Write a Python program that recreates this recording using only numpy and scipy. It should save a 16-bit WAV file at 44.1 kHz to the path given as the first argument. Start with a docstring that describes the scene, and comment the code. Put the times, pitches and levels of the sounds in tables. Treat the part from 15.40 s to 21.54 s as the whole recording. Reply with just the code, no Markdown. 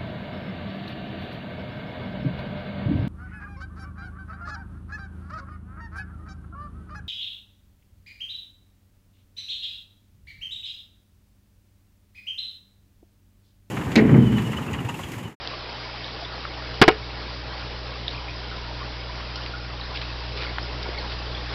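"""Aquarium filter and a bumped camera

An aquarium pump hums indoors while a small camera moves along the tank. Falling water
hisses, and the air bubbles in it ring with little pings. Fingers rub the camera and its
case ticks in the hand. Twice the camera bumps the tank, which thuds, cracks and rings.
The bumps overload the camera's recorder, which also cuts off the highest treble."""
import sys
import numpy as np
from scipy import signal
from scipy.fft import rfft, irfft
from scipy.io import wavfile
from scipy.ndimage import uniform_filter1d

SR = 44100
rng = np.random.default_rng(int(sys.argv[2]) if len(sys.argv) > 2 else 0)


def persist_wave(psi):
    """Save psi, clipped to +-1, as 16-bit WAV."""
    counts = np.round(np.clip(psi, -1, 1) * 32767).astype(np.int16)
    wavfile.write(sys.argv[1], SR, np.atleast_2d(counts).T)


N = 270774
TIME = np.arange(N) / SR
MAINS_HZ = 60
BUBBLE_FADE = 1.3  # a bubble fades in BUBBLE_FADE / sqrt(pitch_hz) seconds

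# Every fade_s below is the time a sound takes to drop by 60 dB.
# The notes in the pump's hum: multiple_of_mains, level_db
HUM_NOTES = [(1, -38), (2, -43.5), (3, -53.5), (4, -68.5), (5, -54.5), (7, -60)]
# Thin tones beside the hum: pitch_hz, level_db
WHINE_TONES = [(561, -69.5), (636, -56), (786, -56.5), (5012, -59.5)]
# The pump is louder when the camera is nearer: time_s, gain_db
PUMP_NEARNESS = [(0, -8.5), (.6, -6.5), (1.3, -.5), (3, .5), (4.4, 1), (5.1, 3.5), (6.14, 3)]
# The flutter of the pump's paddle wheel and housing: frequency_hz, level_db
FLUTTER_SPECTRUM = [(10, -16), (22, -16.5), (30, -7.5), (42, -23), (75, -19.5), (100, -7.5), (116, -14.5),
                    (130, -10), (155, -27.5), (400, -59)]
# How quickly the hum wavers: rate_hz, level_db
WAVER_SPECTRUM = [(1, 0), (8, 0), (25, -40), (100, -120)]
# The hiss of splashing water: frequency_hz, level_db
HISS_SPECTRUM = [(20, -20.5), (150, -8), (220, 1), (310, -1.5), (480, 3.5), (700, -3), (950, -0.5),
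                 (1350, -3), (1700, -3.5), (2600, -5), (3400, -4), (4400, -5), (5100, -2.5)]
# The falling water is nearer at both ends of the move: time_s, gain_db
WATER_NEARNESS = [(0, -37), (1.6, -37.5), (4.4, -38), (5.1, -36.7), (6.14, -36)]
# How quickly the flow swells: rate_hz, level_db
SWELL_SPECTRUM = [(.3, -20), (1, 0), (3, 0), (10, -40), (60, -120)]
# Drops hitting the water nearby: start_s, level_db
NEAR_DROPS = [(.644, -17), (2.681, -7.5), (2.692, -19)]
# The clearest bubbles: start_s, level_db, pitch_hz
CLEAR_BUBBLES = [(0.1142, -30, 1100), (.8166, -33, 706), (.849, -25.5, 3490), (2.746, -28.5, 2420),
                 (2.884, -28.5, 2410), (3.114, -28.5, 1440), (3.277, -33, 912), (3.405, -32, 1100),
                 (4.137, -26.5, 1390), (4.412, -24.5, 3920), (5.066, -25, 2130), (5.229, -24, 5100),
                 (5.545, -29.5, 2160), (5.586, -24, 4320), (5.627, -30, 927), (5.949, -24, 3330)]
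# Fingers shifting on the case: start_s, length_s, level_db, pitch_hz, width_octaves
FINGER_RUBS = [(4.542, 0.046, -30.5, 3280, 0.7), (4.606, 0.027, -33, 3060, 0.86),
               (4.851, 0.27, -40.5, 463, 0.24), (4.944, 0.074, -34.5, 3800, 1),
               (4.979, 0.088, -31.5, 2600, 1), (5.425, 0.1, -38.5, 800, 0.36),
               (5.705, 0.041, -37, 1980, 0.91)]
# Ticks of the case: start_s, level_db, pitch_hz, width_octaves, fade_s
CASE_TICKS = [(0.0747, -11, 4160, 0.44, 0.0074), (1.0519, -16, 1180, 0.25, 0.012),
              (3.958, -20, 4970, 0.22, .025), (4.062, -23, 3040, .7, .02), (5.184, -13.5, 1350, .9, 0.026),
              (5.429, -16, 4630, 0.41, 0.03), (5.489, -23, 362, 0.27, 0.027)]
# Two bumps, each with its rebounds: start_s, ring_db, thud_db, crack_db
TANK_HITS = [(1.4153, -1, -1.5, 7), (1.4228, -15.5, 1.5, 3), (1.4386, -27, -24, -9.5),
             (1.4793, -0.5, -11, -1), (1.4853, -20, -7.5, -4), (1.513, -42, -36, -22),
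             (1.5228, -35, -34, -27)]
# The notes that tank and case ring with: pitch_hz, level_db, fade_s
TANK_NOTES = [(310, -1.5, 0.043), (380, -2.5, 0.065), (434.3, -11, 0.19), (485, -7.5, 0.074),
              (595, -31, 0.046), (755, -7, 0.09), (920, -14.5, 0.074), (1023, -10, 0.057),
              (1197, -24, 0.072), (1286, -9.5, 0.059), (1440, -15, 0.091), (1644, -4.5, 0.032),
              (2040, -23, 0.044), (2215, -12, 0.068), (2323, -19, 0.05), (2910, -22, 0.15),
              (3200, -20, 0.05)]
# The crack of a bump: frequency_hz, level_db
CRACK_SPECTRUM = [(60, -15), (200, 3), (900, -2.5), (1600, -2), (2400, -2.5), (3200, -5.5), (4200, -12),
                  (5500, -7), (8000, -15)]
# How long each part of the crack lasts: frequency_hz, fade_s
CRACK_FADES = [(200, 0.014), (1000, 0.054), (3000, 0.034), (5500, 0.022)]
# How the recorder cuts the treble: frequency_hz, gain_db
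TREBLE_CUT = [(4950, 0), (5250, -4), (5500, -9.5), (5750, -14), (6000, -23), (6250, -42), (6600, -80)]


def gain_of(db):
    """Turns decibels into a number to multiply by."""
    return 10 ** (np.asarray(db) / 20)


def fade(t, fade_s):
    """A curve that dies away by 60 dB in fade_s seconds."""
    return gain_of(-60 * t / fade_s)


def unit_level(x):
    """Scales a sound to an average (rms) level of one."""
    return x / np.sqrt(np.mean(x ** 2) + 1e-20)


def look_up(table, hz):
    """Reads between the rows of a table, with frequency spaced in octaves."""
    row_hz, values = np.transpose(table)
    return np.interp(np.log(hz + 1), np.log(row_hz + 1), values)


def gain_curve(table):
    """Turns rows of time_s, gain_db into a gain for every sample."""
    return gain_of(np.interp(TIME, *np.transpose(table)))


def add(mix, start_s, sound):
    """Mixes a sound in at start_s."""
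    part = mix[max(round(start_s * SR), 0):][:len(sound)]
    part += sound[:len(part)]


def shaped_noise(spectrum, size=N):
    """Noise with the given balance of low and high frequencies."""
    gains = gain_of(look_up(spectrum, np.fft.rfftfreq(size, 1 / SR)))
    return unit_level(irfft(rfft(rng.standard_normal(size)) * gains, size))


def add_echoes(x, echo_db, fade_s):
    """The glass walls and the room send back a blur of echoes."""
    t = TIME[:SR // 2]
    tail = rng.standard_normal(len(t)) * fade(t, fade_s) * (t > .002)
    return x + gain_of(echo_db) * signal.fftconvolve(x, tail / np.linalg.norm(tail))[:N]


def pump_hum(flutter_db=-49.0, waver_db=1.3):
    """The motor pulls once per mains cycle; its deep note changes most as the camera moves."""
    near = gain_curve(PUMP_NEARNESS)
    deep, *overtones = (-np.sqrt(2) * gain_of(db) * np.cos(2 * np.pi * MAINS_HZ * round(k) * TIME)
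                        for k, db in HUM_NOTES)
    waver = shaped_noise(WAVER_SPECTRUM)
    buzz = sum(overtones) * gain_of(waver_db * waver)
    flutter = gain_of(flutter_db) * shaped_noise(FLUTTER_SPECTRUM)
    drift = 0.00055 * np.cumsum(waver) / SR  # the thin tones wander slightly in pitch
    whine = sum(gain_of(db) * np.sin(2 * np.pi * hz * (TIME + drift)) for hz, db in WHINE_TONES)
    return near * deep + np.sqrt(near) * (buzz + flutter) + np.sqrt(2) * whine


def splash_hiss(patchy_db=1.25):
    """Countless tiny splashes blur into a hiss with louder and softer patches."""
    hz, _, bands = signal.stft(rng.standard_normal(N), nperseg=512, noverlap=384, fs=SR)
    patches = uniform_filter1d(rng.standard_normal(bands.shape), size=6, axis=0)  # blur over pitch
    patches = unit_level(uniform_filter1d(patches, size=14, axis=1))  # blur over time
    bands = bands * gain_of(look_up(HISS_SPECTRUM, hz)[:, None] + patchy_db * patches)
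    return unit_level(signal.istft(bands, nperseg=512, noverlap=384)[1][:N])


def bubble(hz, fade_s, rise=0.046):
    """A pocket of air rings and climbs in pitch as it nears the surface."""
    t = TIME[:SR // 12]
    onset = 1 - np.exp(-t * hz * 1.5)
    return onset * fade(t, fade_s) * np.sin(2 * np.pi * hz * (t + rise * t ** 2 / fade_s))


def bubble_crowd(per_s, spread_db, low_hz, high_hz, db_per_octave):
    """Bubbles form at random moments; the big, low ones ring longer."""
    out = np.zeros(N)
    starts = np.flatnonzero(rng.random(N) < per_s / SR)
    strength, pitch = rng.exponential(1, N), rng.random(N)
    for i in starts:
        hz = low_hz * (high_hz / low_hz) ** pitch[i]
        db = spread_db * min(strength[i], 4) + db_per_octave * np.log2(hz / low_hz)
        add(out, i / SR, gain_of(db) * bubble(hz, BUBBLE_FADE / np.sqrt(hz)))
    return unit_level(out)


def trickle(hiss_db=6.0, froth_db=-8.0, gurgle_db=-15, swell_db=0.47):
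    """Water falls into the tank: hiss, froth and a soft gurgle swell slightly together."""
    swell = gain_of(swell_db * shaped_noise(SWELL_SPECTRUM))
    gurgle = bubble_crowd(per_s=16, spread_db=0.0, low_hz=775, high_hz=1443, db_per_octave=1.5)
    froth = bubble_crowd(per_s=420, spread_db=2.0, low_hz=550, high_hz=5200, db_per_octave=2.0)
    bubbles = gain_of(froth_db) * froth + gain_of(gurgle_db) * gurgle
    bubbles = add_echoes(bubbles, echo_db=-3, fade_s=0.2)
    return gain_curve(WATER_NEARNESS) * swell * (gain_of(hiss_db) * splash_hiss() + bubbles)


def water_pings(drop_hz=3620, drop_fade_s=0.006, spray_db=-33, spray_s=.036, pitch_scatter=0.082):
    """Drops snap and single bubbles ring close by; each sheds four faint bubbles."""
    out = np.zeros(N)
    drops = [(start_s, db, drop_hz, drop_fade_s) for start_s, db in NEAR_DROPS]
    bubbles = [(start_s, db, hz, BUBBLE_FADE / np.sqrt(hz)) for start_s, db, hz in CLEAR_BUBBLES]
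    for start_s, db, hz, fade_s in drops + bubbles:
        add(out, start_s, gain_of(db) * bubble(hz, fade_s))
        for late, detune in rng.random(size=(4, 2)):
            spray_hz = hz * (1 + pitch_scatter * (2 * detune - 1))
            add(out, start_s + spray_s * late, gain_of(spray_db) * bubble(spray_hz, fade_s))
    return add_echoes(out, echo_db=-9, fade_s=0.096)


def case_noise(size, hz, octaves):
    """The camera's case rings with a broad band of noise around one pitch."""
    distance = np.log2((np.fft.rfftfreq(size, 1 / SR) + 1) / hz) / octaves
    phases = 2j * np.pi * rng.random(len(distance))
    return unit_level(irfft(np.exp(phases - distance ** 2 / 2), size))


def finger_rubs(grain_db=3):
    """Skin sticks and slips on the case: a short, grainy swell."""
    out = np.zeros(N)
    for start_s, length_s, db, hz, octaves in FINGER_RUBS:
        size = round(length_s * SR)
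        slips = unit_level(uniform_filter1d(rng.standard_normal(N), size=90))[:size]
        rub = case_noise(SR, hz, octaves)[:size] * gain_of(grain_db * slips)
        add(out, start_s, gain_of(db) * unit_level(rub) * np.hanning(size))
    return out


def case_ticks(snap_db=-7):
    """The case ticks in the hand: a snap and a quickly dying rattle."""
    t, out = TIME[:4096], np.zeros(N)
    for start_s, db, hz, octaves, fade_s in CASE_TICKS:
        snap = np.sin(2 * np.pi * hz * t) * np.exp(-2 * hz * octaves * t)
        rattle = case_noise(len(t), hz, octaves) * fade(t, fade_s)
        tick = gain_of(snap_db) * snap / abs(snap).max() + rattle / abs(rattle).max()
        add(out, start_s, gain_of(db) * tick)
    return out


def tank_bumps(thud_hz=170, thud_fade_s=0.02, crack_trim_db=-1):
    """Each hit of the camera gives a low thud, a sharp crack and the ring of the tank."""
    t, out = TIME[:8192], np.zeros(N)
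    ring = sum((-1) ** k * gain_of(db) * fade(t, fade_s) * np.sin(2 * np.pi * hz * t)
               for k, (hz, db, fade_s) in enumerate(TANK_NOTES))
    thud = fade(t, thud_fade_s) * np.sin(2 * np.pi * thud_hz * t)
    for start_s, ring_db, thud_db, crack_db in TANK_HITS:
        # the crack is a crowd of close notes, each band dying at its own speed
        hz, age_s, bands = signal.stft(shaped_noise(CRACK_SPECTRUM, len(t)), SR, nperseg=128)
        bands = bands * fade(age_s, look_up(CRACK_FADES, hz)[:, None])
        crack = gain_of(crack_trim_db) * signal.istft(bands, SR, nperseg=128)[1][:len(t)]
        add(out, start_s, gain_of(ring_db) * ring + gain_of(thud_db) * thud + gain_of(crack_db) * crack)
    return add_echoes(out, echo_db=-26.5, fade_s=.25)


def scene():
    """Pump, water and camera noises reach one microphone."""
    return (pump_hum() + trickle() + water_pings() + case_ticks() + finger_rubs() + tank_bumps())[None]


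def record(dry, input_limit=.76, output_limit=.71, top_hz=16000):
    """The recorder flattens loud peaks, cuts the treble, then flattens what still sticks out."""
    overloaded = np.clip(dry, -input_limit, input_limit)
    treble_cut = gain_of(look_up(TREBLE_CUT, np.fft.rfftfreq(2 * N, 1 / SR)))
    dulled = irfft(rfft(overloaded, 2 * N) * treble_cut)[:, :N]
    flattened = np.clip(dulled, -output_limit, output_limit)
    top_filter = signal.firwin(255, top_hz, window=("kaiser", 9), fs=SR)  # removes sound above top_hz
    return signal.oaconvolve(flattened, top_filter[None], "same")


dry = scene()
out = record(dry)
persist_wave(out)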